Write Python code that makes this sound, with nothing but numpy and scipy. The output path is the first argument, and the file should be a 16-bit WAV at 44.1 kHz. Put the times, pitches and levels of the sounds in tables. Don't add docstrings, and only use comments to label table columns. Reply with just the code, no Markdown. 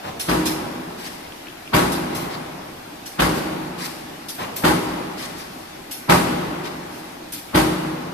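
import sys
import numpy as np
from scipy import signal
from scipy.fft import rfft, irfft, next_fast_len
from scipy.io import wavfile
from scipy.ndimage import uniform_filter1d

SR = 44100
rng = np.random.default_rng(int(sys.argv[2]) if len(sys.argv) > 2 else 0)


def dump(signal):
    limited = np.clip(np.atleast_2d(signal).T, -1, 1)
    pcm = np.round(limited * 32767).astype(np.int16)
    wavfile.write(sys.argv[1], SR, pcm)


def ratio_of_db(decibels):
    return 10 ** (np.asarray(decibels, float) / 20)


N = 358533


def evened(x):
    return x / np.sqrt(np.mean(x ** 2) + 1e-20)


def read(points, hz):
    f, value = np.transpose(points)
    return np.interp(np.log(hz + 1), np.log(f + 1), value)


def add(mix, s, sound, pan_db=0):
    part = mix[:, max(round(s * SR), 0):][:, :sound.shape[1]]
    sides = ratio_of_db(np.array([[pan_db / 2], [-pan_db / 2]]))
    part += sound[:, :part.shape[1]] * sides


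def patches(hz, t, db):
    field = rng.standard_normal((len(hz), len(t)))
    across_pitch = uniform_filter1d(field, 7, 0)
    return ratio_of_db(db * evened(uniform_filter1d(across_pitch, 12, 1)))


def diffuse(seconds, gain, size):
    # pitch_hz, likeness (1 same, 0 unrelated, -1 opposite)
    likeness = [(60, 0.89), (130, 1), (290, 0.83), (640, -0.29), (1410, 0.19), (3100, -0.11), (6820, 0.06),
                (15000, -0.014)]
    hop = size // 4
    hz = np.fft.rfftfreq(size, 1 / SR)[:, None]
    t = np.arange(round(seconds * SR) // hop + 2) * hop / SR
    a, b, c, d = rng.standard_normal((len(t), len(hz), 4)).T
    same = np.clip(read(likeness, hz), -1, 1)
    left = a + 1j * b
    right = same * left + np.sqrt(1 - same ** 2) * (c + 1j * d)
    spectra = np.array([left, right]) * gain(hz, t)
    return signal.istft(spectra, nperseg=size, noverlap=size - hop)[1]


def hum():
    # pitch_hz, level_db (per Hz)
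    background = [(12, -47), (20, -14), (148, -7.5), (196, -6.5), (289, 0.5), (477, -10.5), (685, -5.5),
                  (787, -4.5), (1010, -12), (1720, -11), (4940, -18), (7500, -25), (12000, -23),
                  (14200, -25), (15500, -78)]

    def spectra(hz, t):
        return ratio_of_db(read(background, hz)) * patches(hz, t, db=1.56)
    return ratio_of_db(-38.5) * evened(diffuse(N / SR + .1, spectra, size=1024)[:, :N])


def coloured(x, points, tilt_db=0, pivot_hz=1000, modes=()):
    hz = abs(np.fft.fftfreq(2 ** 14, 1 / SR))
    peaks = 1 + sum(ratio_of_db(db) ** 2 / (1 + (2 * (hz - f) / w) ** 2) for f, w, db in modes)
    level_db = read(points, hz) + tilt_db * np.log2((hz + 30) / pivot_hz)
    log_gain = np.log(ratio_of_db(level_db) * np.sqrt(peaks))
    body = np.fft.ifft(np.exp(np.conj(signal.hilbert(log_gain)))).real
    return signal.fftconvolve(x, body[None] / np.linalg.norm(body), axes=1)


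def hall(force, near_db, far_db, seconds):
    # pitch_hz, t60_s (time to fade by 60 dB)
    near_fade = [(50, 0.17), (200, 0.75), (800, 0.39), (3000, 0.4), (9000, 0.59), (15000, 0.23)]
    far_fade = [(50, 2.3), (200, 2.33), (800, 3.21), (3000, 1.9), (9000, 1.46), (15000, 1.4)]
    # pitch_hz, level_db
    near_share = [(50, 2), (300, -0.5), (1000, 1.5), (3000, -4.5), (15000, 1)]
    # pitch_hz, level_db
    far_share = [(50, -6.5), (300, 2.5), (1500, -4.5), (6000, -6), (15000, -5)]

    def held(hz, t):
        smooth_power = uniform_filter1d(force ** 2, 128)
        power = np.interp(t, np.arange(len(force)) / SR, smooth_power, right=0)
        near_t60, far_t60 = read(near_fade, hz), read(far_fade, hz)
        near = ratio_of_db(near_db + read(near_share, hz) - 60 * t / near_t60) ** 2 / near_t60
        far = ratio_of_db(far_db + read(far_share, hz) - 60 * t / far_t60) ** 2 / far_t60
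        echoes = (near + far * np.tanh(t / 0.026)) * t[1] * 14
        energy = signal.fftconvolve(echoes, power[None], axes=1)[:, :len(t)]
        return np.sqrt(abs(energy)) * patches(hz, t, db=0.67)

    def uneven(hz, t):
        return patches(hz, t, db=1.67)

    out = diffuse(seconds, held, size=512)
    direct = diffuse(len(force) / SR, uneven, size=256)[:, :len(force)]
    direct[1] = .8 * direct[1] + .5 * np.roll(direct[0], rng.choice([-28, 22, 36]))
    out[:, :len(force)] += force * direct
    return out / direct.std()


def burst(db, hold, t60, rise):
    t = np.arange(SR // 2) / SR
    return ratio_of_db(db - 60 * np.maximum(t - hold, 0) / max(t60, .02)) * np.tanh(t / rise)


def far_machine():
    # start_s, level_db (peak), length_s, tilt_db (per octave)
    thumps = [
        (0.038, -22.5, 0.07, 0.5),
        (1.099, -35, 0.06, 5.5),
        (2.119, -24.5, 0.16, 0.5),
        (4.391, -18, 0.059, 1),
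        (5.239, -37, 0.047, 4),
        (5.737, -45, 0.042, -5),
        (7.036, -37.5, 0.045, 5),
    ]
    # pitch_hz, level_db (per Hz)
    thump_colour = [(50, -20), (90, -2), (300, -7), (700, -5.5), (1050, -7), (1500, -13), (3000, -16.5),
                    (8000, -32), (15000, -37)]
    # pitch_hz, width_hz, level_db
    clunk = [(764, 80, 1.5), (1075, 110, 2.5)]
    out = np.zeros((2, N))
    for s, db, hold, tilt_db in thumps:
        force = burst(db - 8.5, hold, t60=0.14, rise=0.024)
        thump = hall(force, near_db=-7, far_db=0, seconds=1.1)
        add(out, s - .016, coloured(thump, thump_colour, tilt_db, modes=clunk))
    return out


def jet(db, hold, t60, colour, tilt_db, rise, near_db, far_db, slap_db, modes=()):
    force = burst(db - 7.5, hold, t60, rise)
    slap = ratio_of_db(slap_db) * np.roll(force, round(.058 * SR))
    air = hall(np.hypot(force, slap), near_db, far_db, seconds=0.99)
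    return coloured(air, colour, tilt_db, pivot_hz=6000, modes=modes)


def quick_valves():
    # start_s, level_db (peak), pitch_hz (loudest whistle), tilt_db (per octave), left_over_right_db
    spits = [
        (0.1992, -18, 10300, 2.5, -1),
        (0.4591, -15, 4900, 3, -2),
        (1.921, -22, 4100, 4.5, 0),
        (2.152, -21.5, 13400, 3.5, 0.5),
        (3.0618, -26.5, 5530, 4, -2),
        (4.2882, -22, 13000, 4, 0.5),
        (4.565, -20.5, 13400, 4, 2.5),
        (5.914, -21.5, 11700, 4.5, 0),
        (7.325, -21.5, 13100, 4.8, 1),
    ]
    # pitch_hz, level_db (per Hz)
    spit_colour = [(880, -35), (1500, 0.5), (3350, 2.5), (4850, -4), (5280, 1), (6090, -3.5), (7930, -6),
                   (10500, -3.5), (13600, -7.5), (14400, -15.5)]
    # pitch_hz, width_hz, level_db
    nozzle = [(3500, 76, -4), (4430, 32, 9.5), (5300, 61, 6), (8700, 86, -7), (10300, 52, -14),
              (11700, 40, -10), (13200, 42, -8), (13500, 40, -8)]
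    out = np.zeros((2, N))
    for s, db, whistle_hz, tilt_db, pan_db in spits:
        bodies = [(hz * rng.uniform(0.925, 1.04), 2.7 * width, d - .5) for hz, width, d in nozzle]
        bodies.append((whistle_hz, 1100, 2.5))
        spit = jet(db, 0.019, 0.22, spit_colour, tilt_db, rise=0.0032,
                   near_db=-10.0, far_db=-8.5, slap_db=-10.5, modes=bodies)
        add(out, s - .005, spit, pan_db)
    return out


def load_db(t):
    snap_s, shear_s, strip_s, rattle_s = .001, 0.011, 0.0267, 0.056
    building = 1296 * np.maximum(snap_s - t, 0)
    slackening = 900 * np.maximum(t - shear_s, 0)
    shear = -2.5 - building - slackening
    strip = -2 - 1500 * abs(t - strip_s)
    settling = -12 - 720 * np.maximum(t - rattle_s, 0)
    rattle = np.maximum(settling, -20 - 200 * t)
    return np.maximum(np.maximum(shear, strip), np.where(t > snap_s, rattle, -np.inf))


def frame_ring(seconds, db, low_db, upper_db):
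    # pitch_hz, level_db, t60_s (fade by 60 dB), rise_s (build-up)
    tones = [(57.5, -7.5, 0.37, 0.04), (136.4, -5, 0.32, 0.015), (151.8, -12.5, 2.46, 0.22),
             (170.5, -2.5, 0.36, 0.012), (179.3, -12, 2.02, 0.15), (251, -18, 2.66, 0.15),
             (316, -5, 0.34, 0.035), (313.3, -2.5, 1.04, 0.035), (359.3, -5, 0.54, 0.013),
             (392, -9.5, 0.94, 0.037), (505.4, -10, 0.76, 0.07), (608, -2.5, 0.24, .03)]
    u = np.maximum(seconds - .014, 0)
    out = np.zeros((2, len(u)))
    for (hz, d, t60, rise), (wander, turn, lean) in zip(tones, rng.standard_normal((len(tones), 3))):
        ring_db = low_db if hz < 280 else upper_db
        start_db = db + ring_db - 12.0 + d + 0.98 * wander
        size = ratio_of_db(start_db - 60 * u / t60) * (1 - np.exp(-u / rise))
        size = size * (1 + 0.3 * np.sin(2 * np.pi * 3.56 * lean * u + 3 * wander))
        phase = turn * np.pi + np.array([[0], [lean * hz / 700]])
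        out += size * np.sin(2 * np.pi * hz * u + phase)
    return out


def above(x, hz):
    return x - signal.lfilter(*signal.butter(3, hz / (SR / 2)), x)


def stroke(db, low_db, tilt_db, upper_db, far_db):
    # pitch_hz, level_db (per Hz)
    crack = [(20, -61), (40, -17), (120, -10.5), (350, -10), (450, -12.5), (900, -10.5), (1500, -13.5),
             (2200, -16.5), (4000, -21.5), (7000, -30.5), (12000, -30), (15000, -39.5)]
    # pitch_hz, width_hz, level_db (over the crack)
    frame = [(58, 17, 8), (143.7, 7.2, 0), (179.2, 13.3, 10), (248, 24, 6), (314.8, 6.2, 11),
             (356.4, 5.2, 10.5), (406, 15, -0.5), (488, 17, 0), (599, 34, 2), (821, 54, 3), (957, 16, 5.5),
             (1106, 35, 2.5), (1276, 49, 0.5), (1510, 54, -2), (2024, 30, 1.5), (4700, 29, 7.5)]
    t = np.arange(SR // 4) / SR - .02
    force = ratio_of_db(db + load_db(t))
    jerks = np.repeat(rng.exponential(1, len(t) // 40 + 1), 40)[:len(t)]
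    force = force * ratio_of_db(2.1 * (jerks - 1.5))
    bang = ratio_of_db(-6) * hall(force, -0.53, far_db, seconds=2.2)
    out = coloured(bang, crack, tilt_db, modes=frame)
    seconds = np.arange(out.shape[1]) / SR
    out -= np.clip((.0165 - seconds) / 0.0055, 0, 1) * above(out, 1600)
    out -= np.clip((.029 - seconds) / 0.014, 0, .6) * above(out, 5800)
    return out + frame_ring(seconds, db, low_db, upper_db)


def press():
    # start_s, level_db (peak), low_ring_db, upper_ring_db
    strokes = [
        (0.288, -8.5, 2.5, 4.5),
        (1.739, -3.5, 3, -1),
        (3.196, -4.5, 2.5, -0.5),
        (4.642, -3.5, -1.5, 0),
        (6.096, -2, 0.5, -1.5),
        (7.549, -3, 2.5, -1),
    ]
    out = np.zeros((2, N))
    for s, db, low_db, upper_db in strokes:
        louder_db = db + 4
        tilt_db = 0.67 + 0.0453 * louder_db
        far_db = 0.67 - 0.72 * louder_db
        add(out, s - .02, stroke(db, low_db, tilt_db, upper_db, far_db), pan_db=0.05)
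    return out


def slow_vents():
    # start_s, level_db (peak), open_s, tilt_db (per octave), left_over_right_db
    sighs = [(.975, -30, 0.076, 0.5, 1), (1.04, -25, 0.045, 1, 2), (2.29, -28, 0.069, -3, 0.5),
             (3.34, -27, 0.064, 4, -2), (3.78, -23, 0.055, .5, 1), (3.825, -20.5, 0.047, 2.5, 0.5),
             (5.17, -25.5, 0.097, 0.5, 1.5), (5.36, -30, 0.053, 1.5, 2), (5.489, -42, 0.11, 6, 3),
             (6.635, -24.5, 0.05, -2, 3), (6.9, -38.5, 0.11, 5, .5), (7.95, -54, 0.052, -2, -1)]
    # pitch_hz, level_db (per Hz)
    air_colour = [(470, -32), (800, -6), (1160, -0.5), (1380, -6), (1930, 0.5), (2950, -3.5), (5150, -2.5),
                  (6400, -10.5), (12300, -11.5), (14400, -18.5)]
    out = np.zeros((2, N))
    for s, db, hold, tilt_db, pan_db in sighs:
        t60 = 0.18 - 0.07 * max(db + 29.5, 0)
        vent = jet(db, hold, t60, air_colour, tilt_db, rise=0.025, near_db=-7, far_db=-2.0, slap_db=-15)
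        add(out, s - .005, vent, pan_db)
    return out


def feeder_ticks():
    # start_s, level_db (peak), pitch_hz
    ticks = [(1.268, -38, 3000), (1.322, -32, 3050), (1.42, -42, 2980), (1.47, -34, 2600),
             (1.484, -32, 2950), (1.5, -36, 3300), (1.527, -34, 2700), (1.571, -39, 2800),
             (1.676, -30.5, 2750), (3.545, -42, 14200), (4.566, -19, 13800), (7.29, -47, 13500),
             (7.38, -38, 4000), (7.445, -48, 11000)]
    out = np.zeros((2, N))
    t = np.arange(SR // 20) / SR
    for s, db, hz in ticks:
        tones = np.zeros((2, len(t)))
        for tone_hz in (hz - 330, hz, hz + 330):
            tones += np.sin(2 * np.pi * (tone_hz * t + rng.random((2, 1))))
        add(out, s, ratio_of_db(db - 2.5 - 60 * t / 0.023) * tones)
    return out


def scene():
    return hum() + far_machine() + quick_valves() + press() + slow_vents() + feeder_ticks()


def roll_off(x):
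    return signal.sosfilt(signal.butter(12, 15610, fs=SR, output="sos"), x)


def record(dry):
    # pitch_hz, left_over_right_db
    shading = [(60, 1), (130, 0.0), (290, 0.5), (640, -0.5), (1410, 2.5), (3100, 1.0), (6820, 1.5),
               (15000, -1.5)]
    size = next_fast_len(N)
    lean = ratio_of_db(read(shading, np.fft.rfftfreq(size, 1 / SR)) / 2)
    shaded = irfft(rfft(dry, size) * np.array([lean, 1 / lean]), size)[:, :N]
    mid = shaded.mean(0)
    side = (shaded[0] - shaded[1]) / 2
    side = signal.lfilter(*signal.butter(2, 110 / (SR / 2), "high"), side)
    ceiling = .98
    limited = ceiling * np.tanh(np.array([mid + side, mid - side]) / ceiling)
    band_edge = signal.firwin(401, 14430, window="blackman", fs=SR)
    return roll_off(signal.oaconvolve(limited, band_edge[None], "same"))


dry = scene()
out = record(dry)
dump(out)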